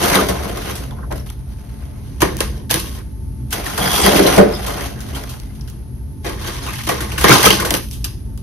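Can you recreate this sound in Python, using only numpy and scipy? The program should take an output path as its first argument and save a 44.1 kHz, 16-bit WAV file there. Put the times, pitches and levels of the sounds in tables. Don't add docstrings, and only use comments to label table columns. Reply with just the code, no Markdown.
import sys
import numpy as np
from scipy import signal
from scipy.fft import rfft, irfft, next_fast_len
from scipy.io import wavfile
from scipy.ndimage import uniform_filter1d, map_coordinates

SR = 44100
rng = np.random.default_rng(int(sys.argv[2]) if len(sys.argv) > 2 else 0)


def ratio_of_db(decibels):
    return 10 ** (np.asarray(decibels, float) / 20)


def master_out(mix):
    frames = np.transpose(np.atleast_2d(mix))
    ceiling = np.clip(frames, -1, 1)
    pcm = np.round(ceiling * 32767).astype(np.int16)
    wavfile.write(sys.argv[1], SR, pcm)


N = 371322

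# (time [s], share [0-1])
ON_TRAY = [(0, 0), (2.0, 0), (2.1, 1), (3.2, 1), (3.3, 0), (6.0, 0), (6.1, 1), (8.42, 1)]

# (frequency [Hz], width [Hz], level [dB])
CABINET_MODES = [(192, 28.5, -0.5), (277.6, 39, -2), (391, 128, -1), (596, 140, -0.5), (737, 140, -12)]
SHELF_MODES = [(780, 250, -3), (1160, 235, -1), (1420, 244, -3), (1723, 226, -3), (2000, 550, -7.5)]
TRAY_MODES = [(850, 187, -4), (1149, 117, 2), (1590, 520, -5), (1920, 104, -0.5), (2080, 280, -9.5)]
HOLLOW_MODES = [(136, 21.5, -3.5), (196.6, 15, -2.5), (341, 81, -1.5), (505, 70, -2), (643, 124, -10.5)]
BLADE_MODES = [(3040, 380, -7.5), (5500, 3200, -22.5)]

# (frequency [Hz], density [dB per Hz])
CRUSH_SPECTRUM = [(1500, -49.5), (2600, -4), (4000, -6.5), (6500, -5), (8200, 6), (9500, -33)]
FIZZ_SPECTRUM = [(7000, -57), (8600, 0), (10500, 2), (12500, 3.5), (14000, 6.5), (15600, -4), (16500, -19)]
SPARK_SPECTRUM = [(1000, -15), (3000, -2.5), (7000, 1), (12000, -2.5), (15700, -2.5), (17000, -27)]

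# (frequency [Hz], density [dB per Hz])
RUMBLE_SPECTRUM = [(20, -29), (55, 6), (130, -0.5), (220, -12.5), (380, -16.5), (470, -27), (1000, -38),
                   (3000, -48.5), (6500, -46), (9000, -41.5), (12000, -49), (16000, -55)]
# (time [s], level [dB])
FREEZER_DB = [(0.0, -24), (0.7, -27), (1.15, -25.5), (1.45, -29.5), (2.16, -27), (2.32, -25), (2.56, -26.5),
              (3.49, -26.5), (3.73, -28), (3.98, -23.5), (5.32, -27.5), (6.85, -27), (7.5, -24.5),
              (7.69, -26), (8.42, -27)]
# (frequency [Hz], width [Hz], rms level [dB])
HUMS = [(60, 20.7, -33), (125.2, 16, -39.5), (213.7, 5.1, -45.5), (265.9, 7.9, -49), (882, 28, -62.5),
        (11220, 450, -61.5)]
# (time [s], frequency [Hz], level [dB])
WHISTLE = [(0, 9150, -64), (1.3, 9170, -59), (1.5, 9130, -55.5), (3.5, 9070, -57), (4.9, 9250, -60),
           (5.4, 9400, -56), (6.1, 9360, -60), (8.42, 9420, -57)]

# (frequency [Hz], t60 [s])
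ECHO_T60 = [(200, 0.43), (1000, 0.13), (5000, 0.37), (13000, 0.29)]
# (frequency [Hz], level [dB])
MID_COLOUR = [(5500, -1.5), (9000, 0.5), (11000, 1), (14000, -4)]
SIDE_COLOUR = [(60, -15.5), (140, -12), (330, -7), (600, -0.5), (1200, -6), (2700, -3.5), (5000, -1),
               (8000, -9), (10000, 4), (13500, -5.5), (15500, -3.5)]
# (frequency [Hz], level [dB])
MID_DIP = [(6400, 0), (7000, -14), (7700, -22), (8500, -18), (9050, 0), (13200, 0), (14200, -12),
           (15500, -22)]
SIDE_DIP = [(9600, 0), (10500, -9), (11300, -13), (12300, -17), (13000, -10), (13600, 0)]

# (time [s], force [dB], depth [dB])
PLOUGH = [
    (0, -24.5, 10.5),
    (.07, -17.5, 2),
    (.125, -20.5, 6.5),
    (.16, -18.5, 2),
    (.21, -20.5, 5),
    (.26, -29.5, 11),
    (.37, -33.5, 4.5),
    (.72, -34, 7.5),
    (.87, -45, 6),
    (1.08, -63, 24.5),
]
CARRY = [
    (1.36, -56.5, 2.5),
    (1.6, -52.5, 4.5),
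    (2.17, -52.5, 8.7),
    (2.6, -53, 19.7),
    (2.68, -68, 19),
    (3.05, -66, 7.7),
]
THRUST = [
    (3.49, -60, 2),
    (3.52, -25.5, -17.5),
    (3.56, -31, 3),
    (3.765, -32.5, -1.5),
    (3.79, -26.5, -8.5),
    (3.96, -22, -6),
    (4.06, -17, 7),
    (4.22, -21.5, 11),
    (4.374, -22, 9),
]
PRISE = [
    (4.384, -28, 26),
    (4.42, -47, 31),
    (4.49, -39, 7.2),
    (4.55, -34.5, 2.7),
    (4.86, -34, 5.6),
    (4.93, -44.5, 9.2),
    (5.14, -40, 7.1),
    (5.46, -51.5, 2.4),
    (6.21, -69, 6.1),
]
SLIDE = [
    (6.26, -31, 4),
    (6.36, -44, -4),
    (6.468, -29, 7),
    (6.54, -36, 4.5),
    (6.68, -34.5, 2),
    (6.85, -37.5, -13),
    (7.16, -41, 6),
    (7.23, -25, -10),
]
TIP = [
    (7.24, -12, -1.5),
    (7.27, -17.5, 5),
    (7.32, -10, 7),
    (7.412, -20.5, 2),
    (7.46, -5, -8),
    (7.49, -20, 2.5),
    (7.54, -23, 5.5),
    (7.59, -32.5, 10.5),
    (7.69, -51, -5),
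]
WITHDRAW = [
    (7.72, -29, -54),
    (7.84, -47, -55),
    (8.02, -56, -46),
    (8.21, -60.5, -9),
    (8.42, -67, -12),
]
# (time [s], force [dB], depth [dB], rolling time [s])
LANDINGS = [(1.104, -39.5, 18, .1), (1.151, -35.5, -15, 0.078), (1.256, -38, -24, 0.077),
            (2.219, -29, 10, .2), (2.37, -34, -9, 0.04), (2.401, -26.5, -10, 0.18), (2.69, -26, -9, .1),
            (2.71, -19.5, -27, .28), (2.741, -24.5, 9.5, 0.27), (5.152, -30.5, 2.5, 0.3),
            (6.862, -23.5, 2, 0.12), (6.886, -27.5, 0, 0.12), (7.707, -34.5, 19, 0.05),
            (7.74, -24.5, 3, 0.11), (8.043, -34, -24, 0.089)]
BURST_T60_S, CRUMBS_T60_S, SETTLE_T60_S = 0.23, 1.34, 0.074
CRUMBS_DB, GATHER_S = -15.5, 0.0029

FOLLOWS_DEPTH = [-0.016, 0.19, 1, -0.21]
ON_SHELF_DB = [-1, 2, -0.2, -2.5]
ON_TRAY_DB = [1, 1, -3, -4]
TRAY_THUMP_DB, TRAY_CRUNCH_DB = -4, -0.5

# (middle [s], length [s], level [dB], pitch [Hz])
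SHELF_SCUFFS = [(.146, 0.019, -9, 2000), (.157, .01, -6.5, 3900), (0.17, 0.011, -14.5, 3500),
                (.16, .02, -8.5, 620), (.05, 0.028, -16, 1200), (.2, 0.027, -10, 1300),
                (1.045, .04, -32.5, 1200), (1.04, .04, -38, 1550), (1.118, 0.022, -33, 1400),
                (1.295, 0.011, -36, 3000), (4.068, .016, -18.5, 1090), (1, 0.045, -35, 1300),
                (1.125, .05, -29, 800), (0.99, .05, -39, 900), (3.88, 0.023, -16, 1400),
                (3.885, 0.07, -24.5, 4950), (4.05, 0.054, -19, 4900), (4.03, .09, -8, 7700),
                (4.13, .08, -26, 4900), (4.066, 0.011, -17.5, 4500), (4.27, .025, -20.5, 2870),
                (4.275, 0.0248, -19, 3900), (4.06, 0.033, -9.5, 400), (4.1, .03, -13, 421),
                (4.18, .02, -13, 550), (4.208, 0.0196, -2.5, 400), (4.27, .03, -12.5, 450),
                (4.386, 0.0116, 0, 490), (4.41, .04, 0, 430), (4.465, 0.0305, -10.5, 390),
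                (3.535, .02, -17, 1700), (3.675, .025, -25, 1600), (.913, .008, -34, 3300),
                (0.94, 0.054, -34, 870), (1.2, .008, -28, 5500), (4.555, 0.04, -26.5, 5050),
                (.7, 0.086, -35, 1500), (0.694, .08, -33, 2900), (4.0, .04, -14.5, 450),
                (4.565, .035, -30.5, 3600), (4.2, 0.041, -25, 1900), (5, .1, -37, 1700),
                (4.1, .07, -35, 3100), (4.83, .08, -30.5, 1950), (4.71, 0.049, -26, 1200),
                (5.155, .02, -27, 3040), (5.245, .03, -36, 1390)]
TRAY_SCUFFS = [(2.2196, 0.004, -9, 2510), (2.234, 0.004, -14, 2900), (2.225, 0.01007, -14, 1610),
               (2.229, .018, -15, 903), (2.232, .024, -11.5, 400), (2.411, .012, -19, 1200),
               (7.745, 0.011, -19, 1490), (7.187, 0.023, -17.5, 2730), (7.187, 0.021, -17.5, 1620),
               (7.215, 0.013, -20, 1170), (7.249, .014, -1, 490), (7.2502, 0.015, 0, 1149),
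               (7.27, .02, -11.5, 1715), (7.298, .008, -7.5, 596), (7.287, .012, -11, 2080),
               (7.304, 0.01795, -5, 400), (7.308, .02, -4.5, 998), (7.312, 0.032, -4.5, 2110),
               (7.322, .022, 0.5, 1220), (7.356, .012, -13, 3800), (7.361, .02, -10.5, 1480),
               (7.435, .02, -11, 2000), (7.46, 0.015, -8.5, 3195), (7.468, 0.021, -5.5, 417),
               (7.472, .018, -4.5, 1245), (7.51, .016, -10, 450), (7.51, 0.015, -6, 2990),
               (7.603, .014, -18.5, 1480), (6.275, 0.029, -21.5, 490), (6.48, 0.027, -36, 1810),
               (6.69, .06, -25, 1192), (6.701, 0.069, -30.5, 2510), (6.745, 0.019, -25, 2120),
               (6.9, .025, -24, 2190), (6.897, .02, -15.5, 520), (7.01, 0.015, -25, 1750),
               (7.125, 0.021, -27.5, 2764), (6.81, .02, -27.5, 2130), (7.654, .014, -22, 1200)]
SCUFF_SHARE, SCUFF_WANDER_HZ, SCUFF_GRAIN_DB = 0.22, 230, 4

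# (time [s], peak [dB], weight [dB], shard pitch [Hz])
SHELF_CRACKS = [(.154, -9, -3.5, 3320), (.2856, -11.5, -7.5, 3320), (.4409, -34, 3, 2070),
                (.5906, -46, -7, 3140), (.753, -20.5, -29, 5100), (1.1131, -34, 0, 5000),
                (3.5073, -23, -18, 2150), (3.527, -10, -12.5, 1740), (3.665, -20.5, -9.5, 1660),
                (3.776, -15, -4, 3230), (3.8273, -23.5, 1, 3180), (3.926, -13, -18, 3350),
                (3.9527, -15, -21, 3360), (4.0629, 1, -6.5, 3200), (4.2646, -12, -6, 2860),
                (4.3795, -10.5, 7, 1930), (4.5705, -29, -6, 4970), (4.664, -16.5, -9.5, 1850),
                (5.0055, -26, -30, 5520), (5.1504, -24, -11.5, 3040), (5.292, -24, -26, 4100),
                (5.55, -39, -35, 2310), (5.61, -42, -40, 5500), (5.675, -32.5, -16, 5080)]
FIRST_LUMP_CRACKS = [
    (2.2045, -15, -4, 2720),
    (2.2183, -5, 3, 3000),
    (2.397, -27.5, -4.5, 2520),
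    (2.4052, -2, -4.5, 2740),
    (2.4276, -29.5, -17, 2000),
    (2.7027, -8.5, -6.5, 1640),
    (2.7108, -0.5, -9, 3460),
    (2.742, 0.5, -8.5, 1880),
    (2.7923, -18, -26, 2600),
    (2.95, -30.5, -10, 3000),
]
SLAB_CRACKS = [(6.245, -26, 4, 2720), (6.256, -39, -6.5, 2870), (6.291, -52, -14, 2670),
               (6.472, -22, -13, 1800), (6.661, -25, -4.5, 2850), (6.731, -27, -23, 2190),
               (6.869, -33, 5, 2980), (6.889, -11, -2, 2970), (7.005, -18, -5.5, 1730),
               (7.118, -24, -3, 2760), (7.179, -12.5, -9, 2700), (7.211, -17, -6, 2850),
               (7.2416, 0, 5, 2620), (7.2943, 6, -3, 1960), (7.4307, 4, -25, 2050), (7.459, -5, 1, 2980),
               (7.505, 12, -5.5, 3030), (7.599, -11, -3, 2930), (7.6195, -28.5, 3, 3280),
               (7.6495, -13.5, -9, 3010), (7.7075, -1, -15, 2020), (7.7402, 0.5, -7, 6000),
               (7.9127, -28, -19, 5660), (7.928, -28.5, -26, 5500), (8.043, -7, -22, 5000),
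               (8.375, -38, -34, 4720)]
CRACK_T60_S, HALVES_PER_DB = 0.018, 0.3042
CRUNCH_PER_WEIGHT, THUMP_PER_WEIGHT = 1, 1.42
RISE_SHARE = 0.012

# (time [s], peak [dB])
TICKS = [(.1336, -15), (0.149, -8), (.4005, -30), (.4344, -21.5), (.5726, -20), (.6459, -36), (.8345, -39),
         (1.1242, -23), (1.156, -33), (1.18, -33), (1.2639, -43), (.9083, -36), (3.778, -16), (3.665, -21),
         (4.063, -11), (4.378, -19), (2.232, -18), (2.39, -23), (2.8, -21), (2.989, -35), (6.295, -21),
         (6.413, -26), (6.448, -26), (6.557, -26), (6.786, -32), (6.805, -30), (6.941, -20), (6.981, -26),
         (7.046, -34), (7.096, -29), (7.212, -18.5), (0.155, -8.5), (3.528, -26), (1.3009, -23.5),
         (3.877, -16.5), (4.6486, -24), (4.7043, -26), (4.7791, -33), (4.797, -34), (5.0884, -36),
         (5.1486, -30), (5.2375, -24), (5.339, -33), (5.4338, -35), (5.611, -44), (7.006, -39), (7.283, -2),
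         (7.32, -4), (7.356, -6.5), (7.441, -5), (7.601, -21), (7.652, -26), (8.377, -41)]
TICK_T60_S, TRAY_TICK_DULL_DB = 0.016, 3
# (time [s], peak [dB])
SPARKS = [(2.3685, -18.5), (5.7, -30.5), (2.2187, -12), (2.389, -24), (2.742, -5.5), (2.8942, -24.5),
          (.4885, -29), (7.2125, -17), (8.8, -21.5), (7.1205, -28), (5.0055, -27), (5.4, -28),
          (7.0055, -29), (7.2, -24), (7.7064, -5), (7.912, -23.5), (8.7, -31), (8.376, -31.5), (3.507, -26),
          (4.3795, -14.5), (2.7108, -7)]
SPARK_T60_S = 0.0058

# (time [s], level [dB], pitch [Hz], t60 [s], unsteadiness [0-1])
KNOCKS = [
    (1.18, -37, 1100, 0.079, 0.3),
    (4.3796, -1, 194, 0.12, 0),
    (5.61, -26, 4900, 0.015, 0.15),
    (7.304, -4.5, 127.6, 0.25, 0.08),
    (7.711, -11.5, 814, 0.046, 0.44),
    (8.044, -31, 1760, 0.046, 0),
    (3.781, -27, 1560, 0.087, 0),
    (6.89, -21, 1147, 0.22, 0),
    (7.625, -13.5, 1140, 0.074, 0.03),
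]
# (time [s], level [dB])
SQUEAK_DB = [(3.75, -51), (3.82, -24), (3.96, -21.5), (4.074, -21.5), (4.14, -32), (4.186, -21.5),
             (4.202, -41), (4.3, -25)]
EDGE_HZ = 3310


def unit(x):
    return x / np.sqrt(np.mean(x ** 2) + 1e-20)


def along(points, hz):
    f, v = np.transpose(points)
    return np.interp(np.log(hz + 1), np.log(f + 1), v)


def curves(rows):
    s, *columns = np.transpose(rows)
    return [np.interp(np.arange(N) / SR, s, column) for column in columns]


def wobble(rate):
    knots = rng.standard_normal(int(N * rate / SR) + 4)
    return map_coordinates(knots, [np.arange(N) * rate / SR])


def filtered(x, response):
    m = next_fast_len(N + SR // 2)
    return irfft(rfft(x, m) * response(np.fft.rfftfreq(m, 1 / SR)), m)[..., :N]


def modes(table):
    def response(f):
        total = 0
        for k, (hz, width, db) in enumerate(table):
            damping = 1j * f * width
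            total = total + (-1) ** k * ratio_of_db(db) * damping / (hz * hz - f * f + damping)
        return total
    return response


def scaled(response):
    def level(f):
        gain = response(f)
        return gain / np.sqrt(np.mean(np.abs(gain) ** 2))
    return level


def capsules(f, depth):
    dips = np.array([along(MID_DIP, f), along(SIDE_DIP, f)])
    return ratio_of_db(depth * dips + [along(MID_COLOUR, f), along(SIDE_COLOUR, f)])


def contact():
    force_db, depth_db = curves(PLOUGH + CARRY + THRUST + PRISE + SLIDE + TIP + WITHDRAW)
    tilt = np.array(FOLLOWS_DEPTH)[:, None]
    power = ratio_of_db(2 * (force_db + tilt * depth_db))
    t = np.arange(SR) / SR
    for s, db, deep_db, rolls in LANDINGS:
        crumbs_db = CRUMBS_DB - 60 * t / CRUMBS_T60_S - 60 * np.maximum(t - rolls, 0) / SETTLE_T60_S
        scatter = ratio_of_db(-120 * t / BURST_T60_S) + ratio_of_db(2 * crumbs_db)
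        scatter *= 1 - np.exp(-t / GATHER_S)
        after = power[:, round(s * SR):][:, :SR]
        after += ratio_of_db(2 * (db + tilt * deep_db)) * scatter[:after.shape[1]]
    tray, = curves(ON_TRAY)
    return 10 * np.log10(power) + np.outer(ON_SHELF_DB, 1 - tray) + np.outer(ON_TRAY_DB, tray)


def sticking(level_db, hold):
    late = np.pad(level_db, (round(hold * SR), 0), mode="edge")[:N]
    return np.minimum(level_db, late)


def crystals(rate, spread_db, life, bed):
    draw = rng.random((2, N))
    size = -np.log(draw[1] + 0.03)
    snaps = (draw[0] < rate / SR) * ratio_of_db(spread_db * size)
    dying = signal.lfilter([1], [1, -np.exp(-1 / (life * SR))], snaps)
    return unit(bed + unit(dying))


def patchy(patchy_db):
    z = signal.stft(rng.standard_normal((2, N)), nperseg=256)[2]
    field = uniform_filter1d(rng.standard_normal(z.shape[1:]), size=3, axis=0)
    field = uniform_filter1d(field, size=6, axis=1)
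    return unit(signal.istft(z * ratio_of_db(patchy_db * unit(field)), nperseg=256)[1][:, :N])


def blade(f):
    return scaled(lambda hz: ratio_of_db(along(CRUSH_SPECTRUM, hz)) * (1 + modes(BLADE_MODES)(hz)))(f)


def fizz(f):
    return scaled(lambda hz: ratio_of_db(along(FIZZ_SPECTRUM, hz)))(f)


def bodies(push, shelf_modes, tray_modes):
    tray, = curves(ON_TRAY)
    return filtered(push * (1 - tray), scaled(modes(shelf_modes))) + filtered(push * tray, scaled(modes(tray_modes)))


def frost():
    crush_db, crunch_db, cabinet_db, fizz_db = (sticking(db, hold=0.0049) for db in contact())
    tray, = curves(ON_TRAY)
    snap, crack, thump, shards = cracks()
    grit = crystals(rate=400, spread_db=2.4, life=0.0025, bed=1.0) * ratio_of_db(1.3 * wobble(24))
    lumps = crystals(rate=120, spread_db=2.0, life=0.0046, bed=1.56)
    noise = patchy(patchy_db=1.7)
    crush = filtered(ratio_of_db(crush_db + 1.5) * grit * noise, blade)
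    crush += filtered(ratio_of_db(fizz_db - 2.5) * grit * noise, fizz)
    push = ratio_of_db(crunch_db - 3.0) * unit(grit + lumps) + crack * ratio_of_db(TRAY_CRUNCH_DB * tray)
    crunch = bodies(push * noise, SHELF_MODES, TRAY_MODES)
    push = ratio_of_db(cabinet_db - 3.5) * lumps + thump * ratio_of_db(TRAY_THUMP_DB * tray)
    boom = bodies(push * noise, CABINET_MODES, HOLLOW_MODES)
    snaps = filtered(snap * rng.standard_normal((2, N)),
                     lambda f: (blade(f) + ratio_of_db(-5.5) * fizz(f)) * capsules(f, depth=0.7))
    return crush + crunch + boom + shards + squeak() + knocks() + scuffs(), snaps + sparks()


def freezer():
    level_db, = curves(FREEZER_DB)
    rumble = scaled(lambda f: ratio_of_db(along(RUMBLE_SPECTRUM, f)))
    hum = scaled(lambda f: sum(ratio_of_db(db) / np.sqrt(width) * np.exp(-((f - hz) / width) ** 2)
                               for hz, width, db in HUMS))
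    air = filtered(rng.standard_normal((2, N)),
                   lambda f: np.hypot(ratio_of_db(-34.0) * rumble(f), ratio_of_db(-32.5) * hum(f)))
    pitch, whistle_db = curves(WHISTLE)
    phase = 2 * np.pi * np.cumsum(pitch + 8 * wobble(40)) / SR
    whistle = ratio_of_db(whistle_db + 1.2 * wobble(14) - 4.5) * [np.sin(phase), np.cos(phase)]
    return air * ratio_of_db(level_db + 31.5) + whistle


def echo(x):
    hz, _, z = signal.stft(rng.standard_normal((2, SR // 2)), SR, nperseg=256)
    t = _
    tail = signal.istft(z * ratio_of_db(-60 * t / along(ECHO_T60, hz)[:, None]), SR, nperseg=256)[1]
    return signal.fftconvolve(x, tail / np.linalg.norm(tail[0]), axes=1)[:, :N]


def scuffs():
    out, t = np.zeros((2, N)), np.arange(N) / SR
    shake = np.array([wobble(500), wobble(500)])
    for s, length, db, hz in SHELF_SCUFFS + TRAY_SCUFFS:
        near = slice(round((s - length / 2) * SR), round((s + length) * SR))
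        u = (t[near] - t[near][0]) / length
        pitch = hz + min(SCUFF_SHARE * hz, SCUFF_WANDER_HZ) * shake[:, near]
        ring = np.sin(2 * np.pi * np.cumsum(pitch, axis=1) / SR)
        out[:, near] += ratio_of_db(db) * (1 - np.exp(-12 * u)) * np.exp(-2 * u ** 3) * ring
    return out * ratio_of_db(SCUFF_GRAIN_DB * wobble(260) - 3)


def cracks():
    out, t = np.zeros((5, N + SR)), np.arange(SR // 6) / SR
    rows = SHELF_CRACKS + FIRST_LUMP_CRACKS + SLAB_CRACKS
    for (s, db, weight_db, hz), turn in zip(rows, rng.random((len(rows), 2, 1))):
        crunch_db, thump_db = CRUNCH_PER_WEIGHT * weight_db, THUMP_PER_WEIGHT * weight_db
        t60 = CRACK_T60_S * 2 ** (-HALVES_PER_DB * db)
        level = ratio_of_db(db + np.array([[-8], [crunch_db - 10.0], [thump_db - 4.0]]))
        life = np.clip(t60, 0.004, 0.3) * np.array([[0.6], [1.3], [1.6]])
        burst = 1.6 * ratio_of_db(-60 * t / 0.0028) + ratio_of_db(-60 * t / life) + 0.14 * ratio_of_db(-60 * t / (5 * life))
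        shard = ratio_of_db(db - 10 - 60 * t / min(0.6 * t60, 0.025)) * np.sin(2 * np.pi * (hz * t + turn))
        rise = 1 - np.exp(-t / (RISE_SHARE * min(t60, 0.07)))
        out[:, round(s * SR):][:, :len(t)] += np.vstack([level * burst, shard]) * rise
    for s, db in TICKS:
        dull_db = TRAY_TICK_DULL_DB * np.interp(s, *np.transpose(ON_TRAY))
        under_db = np.array([[3.5 + dull_db], [7]])
        out[:2, round(s * SR):][:, :len(t)] += ratio_of_db(db - under_db - 60 * t / TICK_T60_S)
    return out[0, :N], out[1, :N], out[2, :N], out[3:, :N]


def sparks():
    out, t = np.zeros(N + SR), np.arange(SR // 40) / SR
    for s, db in SPARKS:
        out[round(s * SR):][:len(t)] += ratio_of_db(db - 60 * t / SPARK_T60_S)
    return filtered(out[:N] * rng.standard_normal((2, N)), scaled(lambda f: ratio_of_db(along(SPARK_SPECTRUM, f))))


def knocks():
    out, t, shake = np.zeros(N + SR), np.arange(SR // 4) / SR, wobble(700)
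    for s, db, hz, t60, unsteady in KNOCKS:
        start = round(s * SR)
        pitch = hz * (1 + unsteady * shake[start:][:len(t)])
        ring = np.sin(2 * np.pi * np.cumsum(pitch) / SR)
        out[start:][:len(t)] += ratio_of_db(db - 60 * t / t60) * ring * (1 - np.exp(-t / 0.00089))
    return out[:N]


def squeak():
    pitch = EDGE_HZ * (1 + 0.005 * wobble(25) + 0.033 * wobble(400))
    phase = 2 * np.pi * np.cumsum(pitch) / SR
    sounding = np.abs(np.arange(N) / SR - 4.02) < 0.27
    level_db = curves(SQUEAK_DB)[0] - 1.5 + 3.5 * wobble(120)
    return ratio_of_db(level_db) * sounding * [np.sin(phase), 0.4 * np.cos(phase)]


def scene():
    strokes, snaps = frost()
    diffuse = strokes + ratio_of_db(-8.0) * echo(strokes + snaps) + freezer()
    return snaps + filtered(diffuse, lambda f: capsules(f, depth=1))


def treble_gate(pair, under_db, above_hz):
    hz, _, z = signal.stft(pair, SR, nperseg=2048)
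    power = np.abs(z[:, :1024]) ** 2
    bands = power.reshape(2, 64, 16, -1).sum(axis=2).repeat(16, axis=1)
    weak = (bands < ratio_of_db(-2 * under_db) * bands[::-1]) & (hz[:1024, None] > above_hz)
    z[:, :1024] *= ~weak
    return signal.istft(z, SR, nperseg=2048)[1][:, :N]


def band_limit(x):
    return signal.sosfilt(signal.butter(12, 15780, fs=SR, output="sos"), x)


def record(dry):
    left, right = np.clip([dry[0] + dry[1], dry[0] - dry[1]], -1, 1)
    mid, side = treble_gate(np.array([left + right, left - right]) / 2, under_db=8, above_hz=5000)
    mix = np.clip([mid + side, mid - side], -1, 1)
    return band_limit(mix)


dry = scene()
out = record(dry)
master_out(out)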